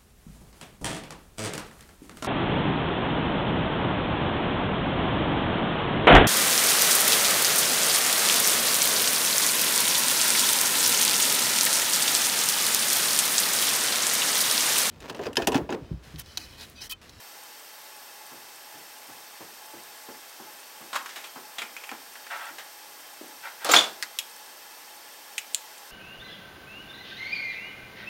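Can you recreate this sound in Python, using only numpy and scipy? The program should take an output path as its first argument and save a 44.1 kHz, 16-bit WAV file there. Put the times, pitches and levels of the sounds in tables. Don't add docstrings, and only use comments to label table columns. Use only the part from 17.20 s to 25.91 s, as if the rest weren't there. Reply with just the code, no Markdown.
import sys
import numpy as np
from scipy import signal
from scipy.fft import rfft, irfft, next_fast_len
from scipy.io import wavfile

SR = 44100
rng = np.random.default_rng(int(sys.argv[2]) if len(sys.argv) > 2 else 0)


def output_pcm(signal):
    pcm = np.clip(np.atleast_2d(signal).T, -1, 1) * 32767
    wavfile.write(sys.argv[1], SR, np.round(pcm).astype(np.int16))


N = 384111


def amp(db):
    return 10 ** (np.asarray(db) / 20)


def rms_one(x):
    return x / np.sqrt(np.mean(x ** 2) + 1e-20)


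def at_hz(points, hz):
    points_hz, values = np.transpose(points)
    return np.interp(np.log(hz + 1e-3), np.log(points_hz), values)


def bell(hz, centre_hz, width_hz):
    return np.exp2(-np.minimum((2 * (hz - centre_hz) / width_hz) ** 2, 40))


def noise(colour, size):
    hz = np.fft.rfftfreq(size, 1 / SR)
    return irfft(rfft(rng.standard_normal(size)) * amp(colour(hz)), size) * np.sqrt(SR / 2)


def drift(per_s):
    position = np.arange(N) / SR * per_s
    return rms_one(np.interp(position, np.arange(N), rng.standard_normal(N)))


def burst(colour, rise_s, t60_s):
    t = np.arange(SR // 2) / SR
    envelope = np.minimum(t / rise_s, 1) * amp(-60 * np.maximum(t - rise_s, 0) / t60_s)
    return rms_one(noise(colour, len(t))) * envelope


def add(out, start_s, sound):
    start = int(start_s * SR)
    out[start:start + len(sound)] += sound[:N - start]


def high_pass(x, edge_hz):
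    return signal.sosfilt(signal.butter(4, edge_hz, "high", fs=SR, output="sos"), x + 1e-18)


def room(x, wet_db, near_db, near_t60_s):
    # frequency_hz, t60_s
    decay_times = [(150, 0.65), (1000, 0.32), (4000, 0.24), (14000, 0.16)]
    t = np.arange(SR // 2) / SR
    edges_hz = np.geomspace(40, 18000, num=9)
    tail = 0
    for low, high in zip(edges_hz, edges_hz[1:]):
        band_pass = signal.butter(2, [low, high], "band", fs=SR, output="sos")
        band = signal.sosfilt(band_pass, rng.standard_normal(len(t)))
        tail = tail + band * amp(-60 * t / at_hz(decay_times, np.sqrt(low * high)))
    near = rng.standard_normal(len(t)) * amp(-60 * t / near_t60_s)
    echoes = amp(wet_db) * rms_one(tail * (t > .005)) + amp(near_db) * rms_one(near * (t > .001))
    return x + signal.fftconvolve(x, echoes / np.sqrt(len(t)))[:N]


def burners():
    # frequency_hz, density_db
    jet_spectrum = [(30, -107.0), (90, -105.0), (150, -100.9), (300, -91), (600, -84.5), (1100, -83.0),
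                    (2500, -88), (5500, -88.5), (10000, -94.5), (15500, -91)]
    # centre_hz, width_hz, gain_db
    cabinet = [(833, 63, 8), (1210, 81, -4), (1460, 160, -1), (1700, 144, 4), (2034, 69, 3.5),
               (2594, 49, 7), (2856, 46, 5), (2990, 127, -6), (3146, 107, 8), (3226, 134, -4.5),
               (3787, 96, 6), (3838, 92, -11), (4177, 83, -2.5), (4500, 61, 7.5), (5100, 46, -22),
               (5300, 500, 4), (6010, 57, 7), (7460, 130, 2.5), (8070, 200, 5), (8460, 370, 6.5),
               (9140, 420, 3.5), (10000, 130, -0.5), (11520, 560, 4.5), (12273, 92, 10), (12639, 90, 3),
               (13716, 90, -14), (13975, 380, 7.6), (14556, 130, -15), (15116, 90, -9), (15482, 190, -16)]
    # pitch_hz, level_db, pitch_waver_ratio
    jet_tones = [(861, -61.5, 0.00692), (3146, -69, .002)]
    shade_from_s, shade_db_per_s, shade_above_hz = 6.7, 0.5, 7400
    flutter_db, murmur_db, murmur_waver_db = 5, -74.5, 2.5
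    size = next_fast_len(N)
    resonances = lambda hz: sum(db * bell(hz, centre, width) for centre, width, db in cabinet)
    hiss = noise(lambda hz: at_hz(jet_spectrum, hz) + resonances(hz), size)[:N]
    shade_db = -shade_db_per_s * np.maximum(np.arange(N) / SR - shade_from_s, 0)
    sizzle = signal.sosfiltfilt(signal.butter(2, shade_above_hz, "high", fs=SR, output="sos"), hiss)
    hiss += (amp(shade_db) - 1) * sizzle
    flame_spectrum = [(60, -52), (300, 15), (700, 0), (2000, -39)]   # frequency_hz, relative_db
    murmur = rms_one(noise(lambda hz: at_hz(flame_spectrum, hz), size)[:N])
    whistles = 0
    for pitch_hz, db, waver in jet_tones:
        phase = 2 * np.pi * np.cumsum(pitch_hz * (1 + waver * drift(per_s=40))) / SR
        whistles = whistles + np.sin(phase) * amp(db + flutter_db * drift(per_s=14))
    return hiss + whistles + murmur * amp(murmur_db + murmur_waver_db * drift(per_s=9.1))


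def ticks(per_s, level_db):
    out = np.zeros(N)
    for start_s in np.cumsum(rng.uniform(.3, 1.7, size=80)) / per_s:
        if start_s < N / SR:
            tick = burst(lambda hz: 25 * bell(hz, 8900, 6000), rise_s=.0003, t60_s=0.03)
            add(out, start_s, amp(level_db + 2 * rng.standard_normal()) * tick)
    return out


def footsteps():
    # start_s, level_db
    steps = [(1.111, -46.5), (1.53, -51), (1.885, -47), (2.204, -41.5), (2.533, -44.5), (2.884, -41.5),
             (3.194, -43.5), (3.603, -45), (4.157, -38), (4.398, -51), (4.714, -36), (5.29, -53)]
    # frequency_hz, relative_db
    floorboard = [(60, 3), (110, -1.5), (190, -4), (330, 3.5), (480, -1), (900, 2), (2000, -1), (8000, -11)]
    ordinary_db, rise_halves_db, t60_halves_db, cutoff_doubles_db = -44, 5, 13.5, 10
    boom_hz, boom_hz_per_s = 85, 22
    out = np.zeros(N)
    for start_s, db in steps:
        firmer_db = db - ordinary_db
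        rise_s = 0.0068 * .5 ** (firmer_db / rise_halves_db)
        t60_s = 0.25 * .5 ** (firmer_db / t60_halves_db)
        cutoff_hz = 850 * 2 ** (firmer_db / cutoff_doubles_db)
        colour = lambda hz: at_hz(floorboard, hz) - 10 * np.log10(1 + (hz / cutoff_hz) ** 4)
        thud = high_pass(burst(colour, rise_s, t60_s), edge_hz=boom_hz + boom_hz_per_s * start_s)
        add(out, start_s, amp(db) * thud)
    return room(out, wet_db=-13, near_db=-14, near_t60_s=0.058)


def knocks():
    # start_s, level_db, t60_s, ring_hz
    taps = [(3.73, -30.5, 0.12, 1310), (3.745, -31, .07, 1350), (3.754, -23, 0.07, 1650),
            (3.760, -21, 0.05, 1180), (3.859, -33, 0.068, 1510), (3.891, -40, 0.23, 2400),
            (3.959, -35, 0.19, 2300), (4.040, -38.5, 0.16, 3200), (4.383, -27, 0.1, 3280),
            (4.418, -27.5, 0.063, 2270), (4.565, -32, 0.044, 2420), (4.637, -31, .035, 2560),
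            (4.691, -31.5, .037, 2400), (4.714, -29, 0.017, 1100), (4.954, -39.5, .05, 1900),
            (5.066, -35, 0.037, 2000), (5.383, -34, 0.12, 1820)]
    # frequency_hz, relative_db
    body = [(60, -48), (200, -14), (450, -9.5), (800, -1), (1600, -1.5), (3500, -4), (4600, -10.5),
            (7000, -10), (11000, -19), (16000, -26)]
    clean_ring_db, ring_loss_db_per_s = 14, 61
    out = np.zeros(N)
    for start_s, db, t60_s, ring_hz in taps:
        ring_db = clean_ring_db - ring_loss_db_per_s * t60_s
        colour = lambda hz: at_hz(body, hz) + ring_db * bell(hz, ring_hz, width_hz=0.4 * ring_hz)
        add(out, start_s, amp(db) * burst(colour, rise_s=.001, t60_s=t60_s))
    return room(high_pass(out, edge_hz=220), wet_db=-8, near_db=-18, near_t60_s=0.041)


def stroke(start_s, attack_s, hold_s, t60_s):
    t = np.arange(SR) / SR
    decay = amp(-60 * np.maximum(t - attack_s - hold_s, 0) / t60_s)
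    gain = np.zeros(N)
    add(gain, start_s, np.minimum(t / attack_s, 1) * decay)
    return gain


def friction(body, grain_db, slips_per_s):
    rub = noise(lambda hz: at_hz(body, hz), next_fast_len(N))[:N]
    return rms_one(rub * amp(grain_db * drift(slips_per_s)))


def slide():
    # start_s, attack_s, hold_s, level_db
    pushes = [(5.098, .01, 0.18, -38.5), (6.223, .032, 0.01, -37.5), (6.403, 0.013, .03, -42)]
    # frequency_hz, relative_db
    body = [(100, -25), (450, -21), (750, -2), (1050, -7), (1450, -0.5), (2400, -7.5), (3200, -12.5),
            (6000, -26), (16000, -36)]
    sag_db_per_s = 34
    t = np.arange(N) / SR
    push = np.zeros(N)
    for start_s, attack_s, hold_s, db in pushes:
        sag_db = sag_db_per_s * np.maximum(t - start_s, 0)
        push += amp(db - sag_db) * stroke(start_s, attack_s, hold_s, t60_s=0.18)
    rub = high_pass(friction(body, grain_db=2, slips_per_s=230), edge_hz=270)
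    return room(push * rub, wet_db=-6.5, near_db=-2, near_t60_s=0.031)


def bumps():
    # start_s, level_db, t60_s, centre_hz
    collisions = [(6.012, -36, 0.037, 352), (6.042, -43, 0.045, 330), (6.447, -24, 0.02, 6700),
                  (6.449, -30, 0.35, 850), (6.490, -18, 0.086, 610), (6.537, -10.5, .05, 2030)]
    out = np.zeros(N)
    for start_s, db, t60_s, centre_hz in collisions:
        colour = lambda hz: -7 * np.log2((hz + 1) / centre_hz) ** 2
        add(out, start_s, amp(db) * burst(colour, rise_s=0.00033, t60_s=t60_s))
    return room(high_pass(out, edge_hz=220), wet_db=-11, near_db=-23, near_t60_s=0.06)


def drag():
    # start_s, level_db
    jerks = [(6.444, -30), (6.489, -26), (6.510, -25), (6.534, -17.5)]
    # start_s, level_db
    catches = [(6.561, -9), (6.571, -15), (6.586, -13.5), (6.605, -23), (6.637, -28.5)]
    # frequency_hz, relative_db
    body = [(30, -34), (100, -35), (175, -16), (330, -5), (500, -5.5), (780, 1.5), (1050, -1.5),
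            (1400, 0.5), (1900, -6), (4200, -3), (6500, -10), (9500, -16), (16000, -28)]
    pull = sum(amp(db) * stroke(s, attack_s=0.0024, hold_s=0.014, t60_s=0.3) for s, db in jerks)
    catch = sum(amp(db) * stroke(s, attack_s=0.0037, hold_s=0.002, t60_s=0.03) for s, db in catches)
    squeal = amp(-19) * stroke(start_s=6.513, attack_s=0.0037, hold_s=0.002, t60_s=0.1)
    out = pull * friction(body, grain_db=1.56, slips_per_s=300)
    out += catch * squeak(pitch_hz=3470, waver=0.0214, octave_db=-12.5)
    out += squeal * squeak(pitch_hz=7200, waver=0.04, octave_db=-8)
    return room(out, wet_db=-12, near_db=-24, near_t60_s=0.064)


def squeak(pitch_hz, waver, octave_db):
    phase = 2 * np.pi * np.cumsum(pitch_hz * (1 + waver * drift(per_s=760))) / SR
    return rms_one(np.sin(phase) + amp(octave_db) * np.sin(2 * phase))


def chatter(t60_s):
    t = np.arange(SR // 10) / SR
    contacts = rng.standard_normal(len(t)) * amp(-60 * t / t60_s)
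    phase = np.angle(rfft(contacts, SR))
    return irfft(np.exp(1j * phase), SR)[:len(t)]


def flashlight():
    # start_s, snap_db, low_mode_hz, low_gain_db, high_mode_hz, high_gain_db, rattle_gain_db
    clicks = [(6.8258, -14, 1760, 19, 4460, 14, 3), (6.988, -1.5, 3060, 6.5, 3900, -4, 1.5),
              (8.1805, -12, 2720, 20.5, 6600, 12.5, 2), (8.3466, -4, 3830, 18, 7230, 16.5, -23)]
    low_width_hz, high_width_hz, cutoff_hz = 700, 1280, 12300
    out = np.zeros(N)
    for start_s, db, low_hz, low_db, high_hz, high_db, rattle_db in clicks:
        contact = chatter(t60_s=0.0041) + amp(rattle_db) * chatter(t60_s=0.047)
        snap = contact.copy()
        for hz, ring_db, width_hz in (low_hz, low_db, low_width_hz), (high_hz, high_db, high_width_hz):
            mode = signal.iirpeak(hz, hz / width_hz, fs=SR)
            snap += amp(ring_db) * signal.lfilter(*mode, contact)
        add(out, start_s, amp(db) * high_pass(snap, edge_hz=0.64 * low_hz))
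    out = signal.sosfilt(signal.butter(2, cutoff_hz, fs=SR, output="sos"), out + 1e-18)
    return room(out, wet_db=-15, near_db=-9, near_t60_s=0.044)


def scene():
    furnace = burners() + ticks(per_s=5.5, level_db=-47)
    mono = furnace + footsteps() + knocks() + slide() + bumps() + drag() + flashlight()
    return np.array([mono, mono])


def record(dry):
    ceiling, cutoff_hz = .9, 15900
    rounded = dry / (1 + (dry / ceiling) ** 12) ** (1 / 12)
    low_pass = signal.firwin(401, cutoff_hz, fs=SR)
    return signal.fftconvolve(rounded, low_pass[None], mode="same", axes=1)


dry = scene()
out = record(dry)
output_pcm(out)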